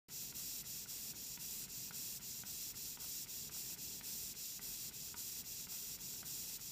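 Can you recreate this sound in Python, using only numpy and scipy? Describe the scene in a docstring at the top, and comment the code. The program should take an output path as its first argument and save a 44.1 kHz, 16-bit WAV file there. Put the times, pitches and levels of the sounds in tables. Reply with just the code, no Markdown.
"""A small double-acting model steam engine running on compressed air, close to a single microphone.
It stands on a rag on a workbench. The slide valve lets out a hiss on each stroke, long and loud, then
short and soft, and shuts it at the dead centres, where the slack crank bearing knocks. Oil spits in the
exhaust and the valve gear taps faintly. Behind the engine the workshop rumbles low."""
import sys
import numpy as np
from scipy import signal
from scipy.fft import rfft, irfft
from scipy.io import wavfile

SR = 44100
rng = np.random.default_rng(int(sys.argv[2]) if len(sys.argv) > 2 else 0)


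def to_wav(s):
    """Save 16-bit WAV."""
    ch = np.atleast_2d(s).T  # columns
    pcm = np.round(np.clip(ch, -1, 1) * 32767)  # PCM
    wavfile.write(sys.argv[1], SR, pcm.astype(np.int16))


N = 295911
T = np.arange(N) / SR
HZ = np.maximum(np.arange(N // 2 + 1) * SR / N, 1)

# Turns of the flywheel. Each row: dead centre in seconds, length of the long stroke in seconds,
# then the relative levels of knock, bright crack and valve gear tap in dB.
FLYWHEEL_TURNS = [(0.3247, 0.31, -53, -57, -56), (0.858, 0.28, -49.5, -62, -58),
                  (1.3744, 0.3, -48, -52, -62), (1.9088, 0.29, -48, -50, -62), (2.4358, 0.3, -46, -62, -61),
                  (2.973, 0.29, -48.5, -56.5, -51), (3.4953, 0.27, -49, -56.5, -54),
                  (4.0105, 0.333, -51.5, -49.5, -64), (4.5938, 0.320, -47, -57, -62),
                  (5.1429, 0.292, -44.5, -53.5, -58.5), (5.6699, 0.310, -50.5, -56, -54),
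                  (6.229, 0.358, -46, -55.5, -63)]
# Air flow on the two strokes. Each lists: level, arch at mid-stroke and swell over the stroke in dB,
# opening and closing times in seconds, leak when shut in dB.
LONG_STROKE_FLOW = (-46.9, 0.0, -1.1, .026, .0215, -20)
SHORT_STROKE_FLOW = (-51.2, 3.5, -1.0, .021, .013, -10)
# Spectrum of the exhaust jet. Each row: frequency in Hz, relative level in dB.
JET_SPECTRUM = [(700, -31.5), (1400, -23.0), (2300, -18), (3500, -12), (5500, -6.5), (7600, -3.5),
                (8500, -10.5), (10300, -13.5), (12000, -12), (14000, -9), (15300, -11.5)]
# Peaks and notches in the hiss, from the exhaust and nearby bench reflections.
# Each row: centre in Hz, width in Hz, gain in dB.
HISS_PEAKS_AND_NOTCHES = [(2554, 134, 7.5), (2775, 120, 5.5), (3054, 89, -7), (3303, 160, 4),
                          (3550, 51, -4), (4110, 190, 4.5), (4400, 183, -6), (4660, 98, 6.5),
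                          (4900, 60, 3.5), (5610, 550, 5), (5950, 130, -2.5), (6080, 69, 3),
                          (6537, 290, -8.5), (6876, 510, 5), (8380, 77, -7), (8970, 64, -8),
                          (9230, 420, 5.5), (9760, 130, -0.5), (10400, 187, -15), (11300, 560, 4.5),
                          (11550, 91, -4), (12300, 70, -8), (12520, 120, 10), (12850, 41, -8),
                          (13400, 250, 7.5), (13500, 90, -8), (14000, 40, 6), (14170, 340, 9.5),
                          (14563, 111, -19), (15000, 330, 9)]
# Modes of the engine bed. Each row: frequency in Hz, relative level in dB, seconds to fade by 60 dB.
BED_MODES = [(786, -18, 0.024), (954, -12, 0.042), (1400, -8, 0.011), (1505, -4, 0.013), (1990, -10, 0.016),
             (2080, -9.5, 0.01), (2440, -8, 0.013), (2920, -6, 0.0088), (3270, -11, 0.015)]
# Room tone of the workshop. Each row: frequency in Hz, relative level in dB.
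ROOM_SPECTRUM = [(24, -27), (36, 0), (60, -2.5), (108, -2.5), (125, 2), (225, -1.5), (270, -4.5),
                 (360, -9.5), (415, -6), (480, -13.5), (650, -17.5), (900, -15.5), (1200, -25), (4000, -23)]


def exhaust(level_db=0.76, flutter_db=-0.18, surge_db=0.63, waver_db=-0.13,
            split_hz=3300, top_hz=8000, low_follow=0.32, full_flow_db=-50.0):
    """A turbulent jet, coloured by exhaust and bench reflections, dulls as the valve throttles it."""
    flow_db, on_long = valve_flow()
    flow_db = flow_db + flutter_db * drift(rate_hz=70) + surge_db * drift(rate_hz=9)
    ripple_db = sum(db / (1 + (2 * (HZ - hz) / width) ** 2) for hz, width, db in HISS_PEAKS_AND_NOTCHES)
    colour_db = slope_db(JET_SPECTRUM) + ripple_db
    # Each cylinder end has its own port. Each pair: frequency in Hz, extra dB on the long stroke.
    port_db = slope_db([(1500, 1.3), (4500, -0.34), (7000, -1.2), (8500, 1.4), (14000, 0.22)])
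    jet = np.where(on_long, noise(colour_db + port_db / 2), noise(colour_db - port_db / 2))
    # The low part of the hiss follows the flow less steeply than the treble.
    low = irfft(rfft(jet) / (1 + (HZ / split_hz) ** 4), N)
    low_db = full_flow_db + low_follow * (flow_db - full_flow_db)
    # The thin top of the jet wavers on its own.
    top = irfft(rfft(jet) / (1 + (top_hz / HZ) ** 16), N)
    high = jet - low + top * (from_db(waver_db * drift(rate_hz=12)) - 1)
    return from_db(level_db) * (low * from_db(low_db) + high * from_db(flow_db))


def valve_flow(lag_s=.004):
    """The valve shuts just after each dead centre. Gives flow in dB and whether the stroke is long."""
    shut_s = dead_centres() + lag_s
    stroke = np.searchsorted(shut_s, T) - 1
    since_s, left_s = T - shut_s[stroke], shut_s[stroke + 1] - T
    on_long = stroke % 2 == 0
    long_db = stroke_flow(since_s, left_s, *LONG_STROKE_FLOW)
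    short_db = stroke_flow(since_s, left_s, *SHORT_STROKE_FLOW)
    return np.where(on_long, long_db, short_db), on_long


def stroke_flow(since_s, left_s, level_db, arch_db, swell_db, open_s, close_s, leak_db):
    """The port opens, the flow arches with the piston's speed, and the port snaps shut to a leak; in dB."""
    progress = since_s / (since_s + left_s)
    open_db = level_db + arch_db * np.sin(np.pi * progress) + swell_db * (progress - .5)
    port = (1 - np.exp(-(since_s / open_s) ** 2)) * (1 - np.exp(-(left_s / close_s) ** 3))
    leak = from_db(leak_db)
    return open_db + 20 * np.log10(leak + (1 - leak) * port)


def dead_centres(short_stroke_s=.232):
    """Times at which the piston reverses; the engine is already running and keeps on."""
    start_s, long_s = np.transpose(FLYWHEEL_TURNS)[:2]
    centres_s = np.column_stack([start_s, start_s + long_s]).ravel()
    before_s = start_s[0] - short_stroke_s
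    return np.r_[before_s - long_s[0], before_s, centres_s, centres_s[-1] + short_stroke_s]


def crank_bearing(crack_t60=0.043, crack_gain_db=1, thud_db=-8):
    """At each dead centre the bearing clacks, metal cracks on metal, and the load thuds into the bench."""
    times_s, peak_db, crack_db = bearing_knocks()
    clack = strike_bed(times_s, peak_db, contact_hz=2500, level_db=-1.5,
                       bounce=0.56, bounce_s=.0016, scatter_db=4)
    decay = from_db(-60 / (crack_t60 * SR))
    fade = signal.lfilter([1], [1, -decay], clicks_at(times_s, from_db(crack_db)) + 1e-18)
    colour_db = slope_db([(700, -19), (2100, 5.5), (3500, -1.5), (6000, -4.0), (9000, -10), (15000, -4.5)])
    crack = from_db(crack_gain_db) * fade * noise(colour_db)
    thud = from_db(thud_db) * ring(clicks_at(times_s, from_db(peak_db)), hz=205, t60=0.063)
    return clack + crack + thud


def bearing_knocks(light_db=-58, light_crack_db=-59.5, touches_s=(-0.00299, .007)):
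    """The bearing takes up its slack twice a turn: one hard knock, then a light double one."""
    hard = [(s, peak_db, crack_db) for s, _, peak_db, crack_db, _ in FLYWHEEL_TURNS]
    light = [(s + late_s, light_db, light_crack_db) for s in dead_centres()[1::2] for late_s in touches_s]
    return np.transpose(hard + light)


def valve_gear(delays_s=(.051, .071), rattle_per_s=14, rattle_db=-63, spread_db=3):
    """The loose linkage taps the bed twice after each hard knock and rattles lightly at random."""
    blows = [(s + delay_s, db) for s, *_, db in FLYWHEEL_TURNS for delay_s in delays_s]
    tap_s, tap_db = np.transpose(blows)
    taps = strike_bed(tap_s, tap_db, contact_hz=1400, level_db=0.5,
                      bounce=0.62, bounce_s=.003, scatter_db=0, radiate_hz=500)
    loose_s = T[:-SR // 10][rng.random(N - SR // 10) < rattle_per_s / SR]
    loose_db = rattle_db + spread_db * rng.uniform(-0.68, 1, len(loose_s))
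    rattle = strike_bed(loose_s, loose_db, contact_hz=4000, level_db=-4,
                        bounce=0.61, bounce_s=0.00206, scatter_db=6)
    return taps + rattle


def strike_bed(times_s, peak_db, contact_hz, level_db, bounce, bounce_s, scatter_db, radiate_hz=750):
    """Each blow and its two small rebounds ring the bed, every mode with a strength of its own."""
    count = len(times_s)
    # Lighter blows chatter for longer before the parts seat.
    gap_s = bounce_s * from_db((peak_db.max() - peak_db) / 2)
    touches_s = [times_s,
                 times_s + gap_s * rng.uniform(0.41, 1.348, count),
                 times_s + gap_s * rng.uniform(1.51, 3, count)]
    ringing = np.zeros(N)
    for hz, mode_db, t60 in BED_MODES:
        heights = [bounce ** k * from_db(peak_db + scatter_db * rng.standard_normal(count))
                   for k in range(len(touches_s))]
        ringing += from_db(mode_db) * ring(sum(map(clicks_at, touches_s, heights)), hz, t60)
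    # So small a casting radiates little bass.
    radiated = signal.sosfilt(signal.butter(2, radiate_hz, "high", fs=SR, output="sos"), ringing)
    return from_db(level_db) * low_pass(radiated, contact_hz)


def oil_spit(per_s=90, level_db=-21, spread_db=4):
    """Oil droplets torn off in the exhaust give the hiss a fine grain."""
    flow_db, _ = valve_flow()
    torn_off = rng.random(N) < per_s / SR
    drops = torn_off * from_db(spread_db * np.clip(rng.standard_normal(N), -2, 2))
    pitches_hz = np.geomspace(4500, 14000, 8)
    pitch_index = rng.integers(0, len(pitches_hz), N)
    ticks = sum(ring(drops * (pitch_index == k), hz, t60=0.0012) for k, hz in enumerate(pitches_hz))
    return from_db(flow_db + level_db) * rms_one(ticks)


def bench_clutter(x, t60=0.027, wet_db=-13):
    """Tools and tins close by scatter the hiss on to the microphone, rippling its spectrum finely."""
    t = T[:SR // 16]
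    echoes = rng.standard_normal(len(t)) * from_db(-60 * t / t60) * (t > .003)
    return x + from_db(wet_db) * signal.fftconvolve(x, echoes / np.linalg.norm(echoes))[:N]


def workshop_walls(x, t60=0.23, wet_db=-16, wall_hz=4000):
    """From farther off, the cluttered room returns a short, dull tail."""
    t = T[:SR // 2]
    tail = low_pass(rng.standard_normal(len(t)), wall_hz) * from_db(-60 * t / t60) * (t > .004)
    return x + from_db(wet_db) * signal.fftconvolve(x, tail / np.linalg.norm(tail))[:N]


def room_tone(level_db=-61, waver_db=0.92):
    """The workshop rumbles low behind the engine, its level wavering slightly."""
    return from_db(level_db + waver_db * drift(rate_hz=4.5)) * noise(slope_db(ROOM_SPECTRUM))


def from_db(db):
    """Decibels to gain."""
    return 10 ** (np.asarray(db) / 20)


def rms_one(x):
    """Scale to an rms of 1."""
    return x / np.sqrt(np.mean(x ** 2) + 1e-20)


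def slope_db(points):
    """A spectrum of (Hz, dB) points joined by straight lines over log frequency."""
    hz, db = np.transpose(points)
    return np.interp(np.log(HZ), np.log(hz), db)


def noise(colour_db):
    """Noise of a given colour, rms 1."""
    return rms_one(irfft(rfft(rng.standard_normal(N)) * from_db(colour_db), N))


def drift(rate_hz):
    """Random wavering, mostly slower than the given rate, rms 1."""
    return noise(-20 * np.log10(1 + (HZ / rate_hz) ** 2))


def low_pass(x, hz):
    """Round off the treble."""
    return signal.sosfilt(signal.butter(2, hz, fs=SR, output="sos"), x + 1e-18)


def clicks_at(times_s, heights):
    """Single clicks at given times."""
    clicks = np.zeros(N)
    clicks[(times_s * SR).astype(int)] = heights
    return clicks


def ring(clicks, hz, t60):
    """Each click sets a sine ringing that fades by 60 dB in t60 seconds."""
    decay, angle = from_db(-60 / (t60 * SR)), 2 * np.pi * hz / SR
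    return signal.lfilter([0, np.sin(angle)], [1, -2 * decay * np.cos(angle), decay ** 2], clicks + 1e-18)


def scene():
    """One microphone at the bench, the same on both channels: engine up close, workshop behind."""
    hiss = bench_clutter(exhaust() + oil_spit())
    rumble = room_tone()
    knocks = workshop_walls(crank_bearing() + valve_gear())
    mono = hiss + knocks + rumble
    return np.stack([mono, mono])


def record(dry, start_s=.083, cutoff_hz=15250):
    """The sound begins after a moment of silence; the highest treble is cut steeply."""
    opened = dry * np.clip((T - start_s) / .003, 0, 1)
    return signal.sosfilt(signal.ellip(12, .1, 80, cutoff_hz, fs=SR, output="sos"), opened)


dry = scene()
out = record(dry)
to_wav(out)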